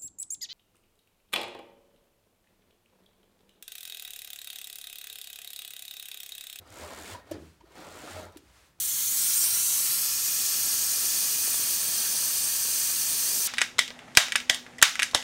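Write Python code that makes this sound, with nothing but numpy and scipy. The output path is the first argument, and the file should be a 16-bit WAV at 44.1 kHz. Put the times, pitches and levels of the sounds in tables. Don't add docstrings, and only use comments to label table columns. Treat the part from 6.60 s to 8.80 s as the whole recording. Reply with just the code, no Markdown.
import sys
import numpy as np
from scipy import signal
from scipy.fft import rfft, irfft, next_fast_len
from scipy.io import wavfile
from scipy.ndimage import uniform_filter1d, map_coordinates

SR = 44100
rng = np.random.default_rng(int(sys.argv[2]) if len(sys.argv) > 2 else 0)


def wav_record(signal):
    frames = np.transpose(np.atleast_2d(signal))
    bounded = np.clip(frames, -1, 1)
    quanta = np.round(bounded * 32767).astype(np.int16)
    wavfile.write(sys.argv[1], SR, quanta)


def gain_from_decibels(decibels):
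    exponent = np.asarray(decibels, float) / 20
    return 10 ** exponent


N = 97020
T = np.arange(N) / SR

# t/s, rumble level/dB, fabric tension/dB
LOAD = [
    [(0, -63, 0), (.1, -55, 0), (.18, -49, -.5), (.26, -45, .5), (.44, -48, -1.5), (.52, -46, 2.5),
     (.57, -50, 1.5), (.65, -62, .5), (.71, -54, .5)],
    [(1.05, -64, 0), (1.1, -62, .5), (1.18, -46, 1.5), (1.3, -48, .5), (1.44, -47, -.5), (1.57, -44, .5),
     (1.65, -48, 1.5), (1.72, -61, .5), (1.76, -59, .5)],
]


def unit(x):
    return x / np.sqrt(np.mean(x ** 2) + 1e-20)


def along(points, hz):
    f, v = np.transpose(points)
    return np.interp(np.log(hz + 1), np.log(f + 1), v)


def wobble(rate_hz):
    return map_coordinates(rng.standard_normal(size=512), [T * rate_hz])


def filtered(x, response):
    m = next_fast_len(N + SR // 2)
    return irfft(rfft(x, m) * response(np.fft.rfftfreq(m, 1 / SR)), m)[:N]


def resonance(f, centre_hz, width_hz, db):
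    damping = 1j * f * width_hz
    return gain_from_decibels(db) * damping / (centre_hz * centre_hz - f * f + damping)


def noise(spectrum):
    return unit(filtered(rng.standard_normal(N), lambda hz: gain_from_decibels(along(spectrum, hz))))


def patchy(x, depth_db):
    z = signal.stft(x, nperseg=512)[2]
    field = uniform_filter1d(rng.standard_normal(z.shape), size=3, axis=0)
    field = uniform_filter1d(field, size=4, axis=1)
    return signal.istft(z * gain_from_decibels(depth_db * unit(field)), nperseg=512)[1][:N]


def bead_times(travel):
    s, beads = np.transpose(travel)
    k = np.arange(beads[-1] + 1)
    i = np.minimum(np.searchsorted(beads, k, "right"), len(s) - 1) - 1
    h, slope = np.diff(beads)[i], np.gradient(s, beads)
    u = (k - beads[i]) / h
    ease = (s[i + 1] - s[i]) * u * u * (3 - 2 * u)
    bend = h * u * (1 - u) * (slope[i] * (1 - u) - slope[i + 1] * u)
    return s[i] + ease + bend


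def bead_ticks(blows):
    # f/Hz, width/Hz, level/dB
    bead_modes = [(7140, 910, 4), (9600, 800, -5), (11200, 430, -2), (14500, 2900, -14)]

    def wheel(f):
        return sum((-1) ** k * resonance(f, *mode) for k, mode in enumerate(bead_modes))

    burst = rng.standard_normal(N) * signal.fftconvolve(blows, gain_from_decibels(-60 * T[:600] / .008))[:N]
    return 2.95 * filtered(blows + 0.12 * burst, wheel)


def fabric_hiss(speed):
    # f/Hz, density/dB per Hz
    fabric_spectrum = [(700, -23), (1500, -2), (3000, -5.5), (4500, -7.5), (6000, -10), (8500, -9.5),
                       (12000, -20), (15900, -20)]
    full_speed_db, speed_law = -50.5, 2.02
    s, _, tension_db = np.concatenate(LOAD).T
    flutter_db = .4 * wobble(12.9) + 1.2 * wobble(200)
    level_db = full_speed_db + np.interp(T, s, tension_db) + flutter_db
    return noise(fabric_spectrum) * gain_from_decibels(level_db) * speed ** speed_law


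def chain():
    # t/s, beads passed
    chain_travel = [
        [(.0763, 0), (.1047, 1), (.1426, 3), (.1865, 6), (.2354, 10), (.3212, 16), (.3886, 21), (.4684, 28),
         (.5355, 34)],
        [(1.1223, 0), (1.1552, 1), (1.2046, 3), (1.3069, 8), (1.4051, 14), (1.488, 20), (1.5713, 27),
         (1.6311, 31), (1.6545, 32)],
    ]
    pull_tick_db = [-31.5, -37]
    full_speed_hz = 80
    start_s, coast_s = .045, .04
    tick_law, scatter_db = .5, 1.7
    speed, blows = np.zeros(N), np.zeros(N)
    for travel, tick_db in zip(chain_travel, pull_tick_db):
        s = bead_times(travel) - .0005
        pace = 1 / np.gradient(s) / full_speed_hz
        outside = np.minimum((T - s[0]) / start_s, (s[-1] - T) / coast_s)
        speed += np.interp(T, s, pace) * np.exp(np.minimum(0, outside))
        take_up = np.minimum(1, (s - s[0] + .012) / .028)
        level = gain_from_decibels(tick_db + scatter_db * rng.standard_normal(len(s)))
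        blows[np.round(s * SR).astype(int)] = take_up * pace ** tick_law * level
    return bead_ticks(blows) + fabric_hiss(speed)


def roller():
    # f/Hz, width/Hz, level/dB
    tube_modes = [(148, 17, -3.5), (226, 130, -11.5), (330, 250, -1.5), (600, 240, 0), (920, 216, -5.5),
                  (1340, 156, -3.5), (1850, 14, -2.5), (2200, 170, -11.5), (3930, 1430, -16.5)]

    def tube(f):
        return np.sqrt(sum(abs(resonance(f, *mode)) ** 2 for mode in tube_modes))

    s, rumble_db, _ = np.concatenate(LOAD).T
    rub = patchy(rng.standard_normal(N), 2.2) * gain_from_decibels(1.4 * wobble(90) + .5 * wobble(18))
    moving = sum((T >= pull[0][0]) * (T < pull[-1][0]) for pull in LOAD)
    gate = uniform_filter1d(moving * 1., size=900)
    return unit(filtered(rub, tube)) * gain_from_decibels(np.interp(T, s, rumble_db)) * gate


def swells():
    # t/s, half length/s, f/Hz, peak level/dB
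    short_tones = [(.0, 0.031, 92, -50.5), (.12, 0.021, 102, -52), (.24, 0.033, 80, -46.5),
                   (.42, .035, 78.5, -54), (.535, 0.026, 93, -45), (0.555, .008, 990, -37),
                   (0.258, 0.025, 600, -47), (0.74, .03, 96, -45.5), (0.825, .07, 77, -50.5),
                   (.84, 0.063, 158.8, -55), (1.197, .007, 752, -45), (1.317, 0.054, 89.4, -57.5),
                   (1.567, 0.048, 85.4, -45), (1.588, 0.013, 627.3, -40.5), (1.68, .04, 90, -56),
                   (1.8, 0.082, 77, -64), (1.899, 0.051, 72, -65), (.7365, .0015, 4600, -53),
                   (.7425, .0015, 4700, -48), (.77, .04, 350, -50), (2.194, .006, 800, -60),
                   (.62, 0.033, 1850, -64), (1.043, .005, 340, -48), (1.013, .004, 950, -51),
                   (1.111, .004, 400, -54), (1.765, .004, 320, -39), (.7205, .007, 325, -30),
                   (.7185, .005, 600, -29), (.46, .01, 2200, -50), (.505, .008, 858, -49)]
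    out = np.zeros(N)
    for s, half_s, hz, db in short_tones:
        bell = np.exp(-((T - s) / half_s) ** 2)
        out += gain_from_decibels(db) * bell * np.sin(2 * np.pi * hz * (T - s) + wobble(4 + 0.054 * hz))
    return out


def crack_noise(top_hz, count):
    sos = signal.butter(2, [1100, top_hz], "band", fs=SR, output="sos")
    return signal.sosfilt(sos, rng.standard_normal(count))


def knocks():
    # t/s, thud level/dB, thud pitch ratio, crack level/dB, crack top f/Hz
    contacts = [(0.7118, -44, 1.05, -46, 13700), (.7148, -40, 1.01, -45, 11000),
                (.7192, -35, 1.01, -41, 7300), (.735, -47, .9, -52, 5420), (.742, -45, .8, -51, 5500),
                (0.754, -45, 1.1, -53, 6000), (1.005, -64, 1.1, -60, 5000), (1.009, -56.5, 1.02, -56, 4500),
                (1.7215, -64, 1.2, -61, 12100), (1.76, -49, .98, -55, 5000), (1.771, -54, 1.1, -46, 13500),
                (2.187, -56, 1.3, -64, 4000)]
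    # f/Hz, level/dB, t60/s
    frame_modes = [(318, -0.5, 0.027), (600, 0, 0.03), (139, -11.5, 0.094), (962, -11, 0.046),
                   (1750, -16.5, 0.068), (4700, -24, .03)]
    # f/Hz, density/dB per Hz
    shudder_spectrum = [(60, -30), (150, -1.5), (330, 8.5), (600, -6), (1200, -14), (1900, -17),
                        (4500, -30), (9000, -56)]
    shudder_t60_s, shudder_db = .42, -13
    crack_t60_s, rattle_t60_s, rattle_db = 0.04, 0.27, -15.5
    out, shake, t = np.zeros(N + SR), np.zeros(N + SR), T[:SR // 2]
    for s, thud_db, ratio, crack_db, top_hz in contacts:
        ring = sum(gain_from_decibels(db - 60 * t / t60_s) * np.sin(2 * np.pi * hz * ratio * t)
                   for hz, db, t60_s in frame_modes)
        thud = gain_from_decibels(thud_db) * ring * (1 - np.exp(-t / 0.0013))
        crack = gain_from_decibels(-60 * t / crack_t60_s) * crack_noise(top_hz, len(t))
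        rattle = gain_from_decibels(rattle_db - 60 * t / rattle_t60_s) * crack_noise(min(top_hz, 6500), len(t))
        shudder = gain_from_decibels(thud_db + shudder_db - 60 * t / shudder_t60_s) * (1 - np.exp(-t / 0.0065))
        i = round(s * SR)
        out[i:i + len(t)] += thud + gain_from_decibels(crack_db + 4) * (crack + rattle)
        shake[i:i + len(t)] += shudder
    return out[:N] + shake[:N] * noise(shudder_spectrum) * gain_from_decibels(1.9 * wobble(60))


def hand():
    # start t/s, swell/s, fade/s, level/dB
    hand_slides = [
        (.64, 0.17, 0.2, -63),
        (1.72, .3, 0.13, -63.5),
    ]
    # f/Hz, density/dB per Hz
    skin_spectrum = [(150, -26), (400, -7.5), (1400, -2.5), (4000, -7.5), (8000, -10.5), (15900, -21)]
    shape = np.zeros(N)
    for s, swell_s, fade_s, db in hand_slides:
        ramp = np.minimum((T - s) / swell_s, 1 - (T - s - swell_s) / fade_s)
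        shape += gain_from_decibels(db) * np.sin(np.pi / 2 * np.clip(ramp, 0, 1))
    return shape * noise(skin_spectrum) * gain_from_decibels(1.2 * wobble(24.85))


def room(x):
    # f/Hz, t60/s
    room_decay = [(200, 0.38), (2000, 0.23), (10000, 0.15)]
    hz, t, z = signal.stft(rng.standard_normal(SR // 2), SR, nperseg=256)
    decay = gain_from_decibels(-60 * t / along(room_decay, hz)[:, None])
    tail = signal.istft(z * decay, SR, nperseg=256)[1]
    delayed = np.pad(x, (250, 0))
    return signal.fftconvolve(delayed, tail / np.linalg.norm(tail))[:N]


def still_air():
    # f/Hz, density/dB per Hz
    air_spectrum = [(30, -30), (55, 2.5), (104, -5.5), (261, -15.5), (1000, -20.5), (4000, -28.5),
                    (9990, -34), (15900, -36)]
    return gain_from_decibels(-64.5) * noise(air_spectrum)


def scene():
    shade = chain() + roller() + swells() + knocks() + hand()
    return (shade + gain_from_decibels(-13.5) * room(shade) + still_air())[None]


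def top_cut(x):
    return signal.sosfilt(signal.butter(12, 16400, fs=SR, output="sos"), x)


def record(dry):
    mix = filtered(dry[0], lambda hz: hz < 15960)[None]
    return top_cut(mix)


dry = scene()
out = record(dry)
wav_record(out)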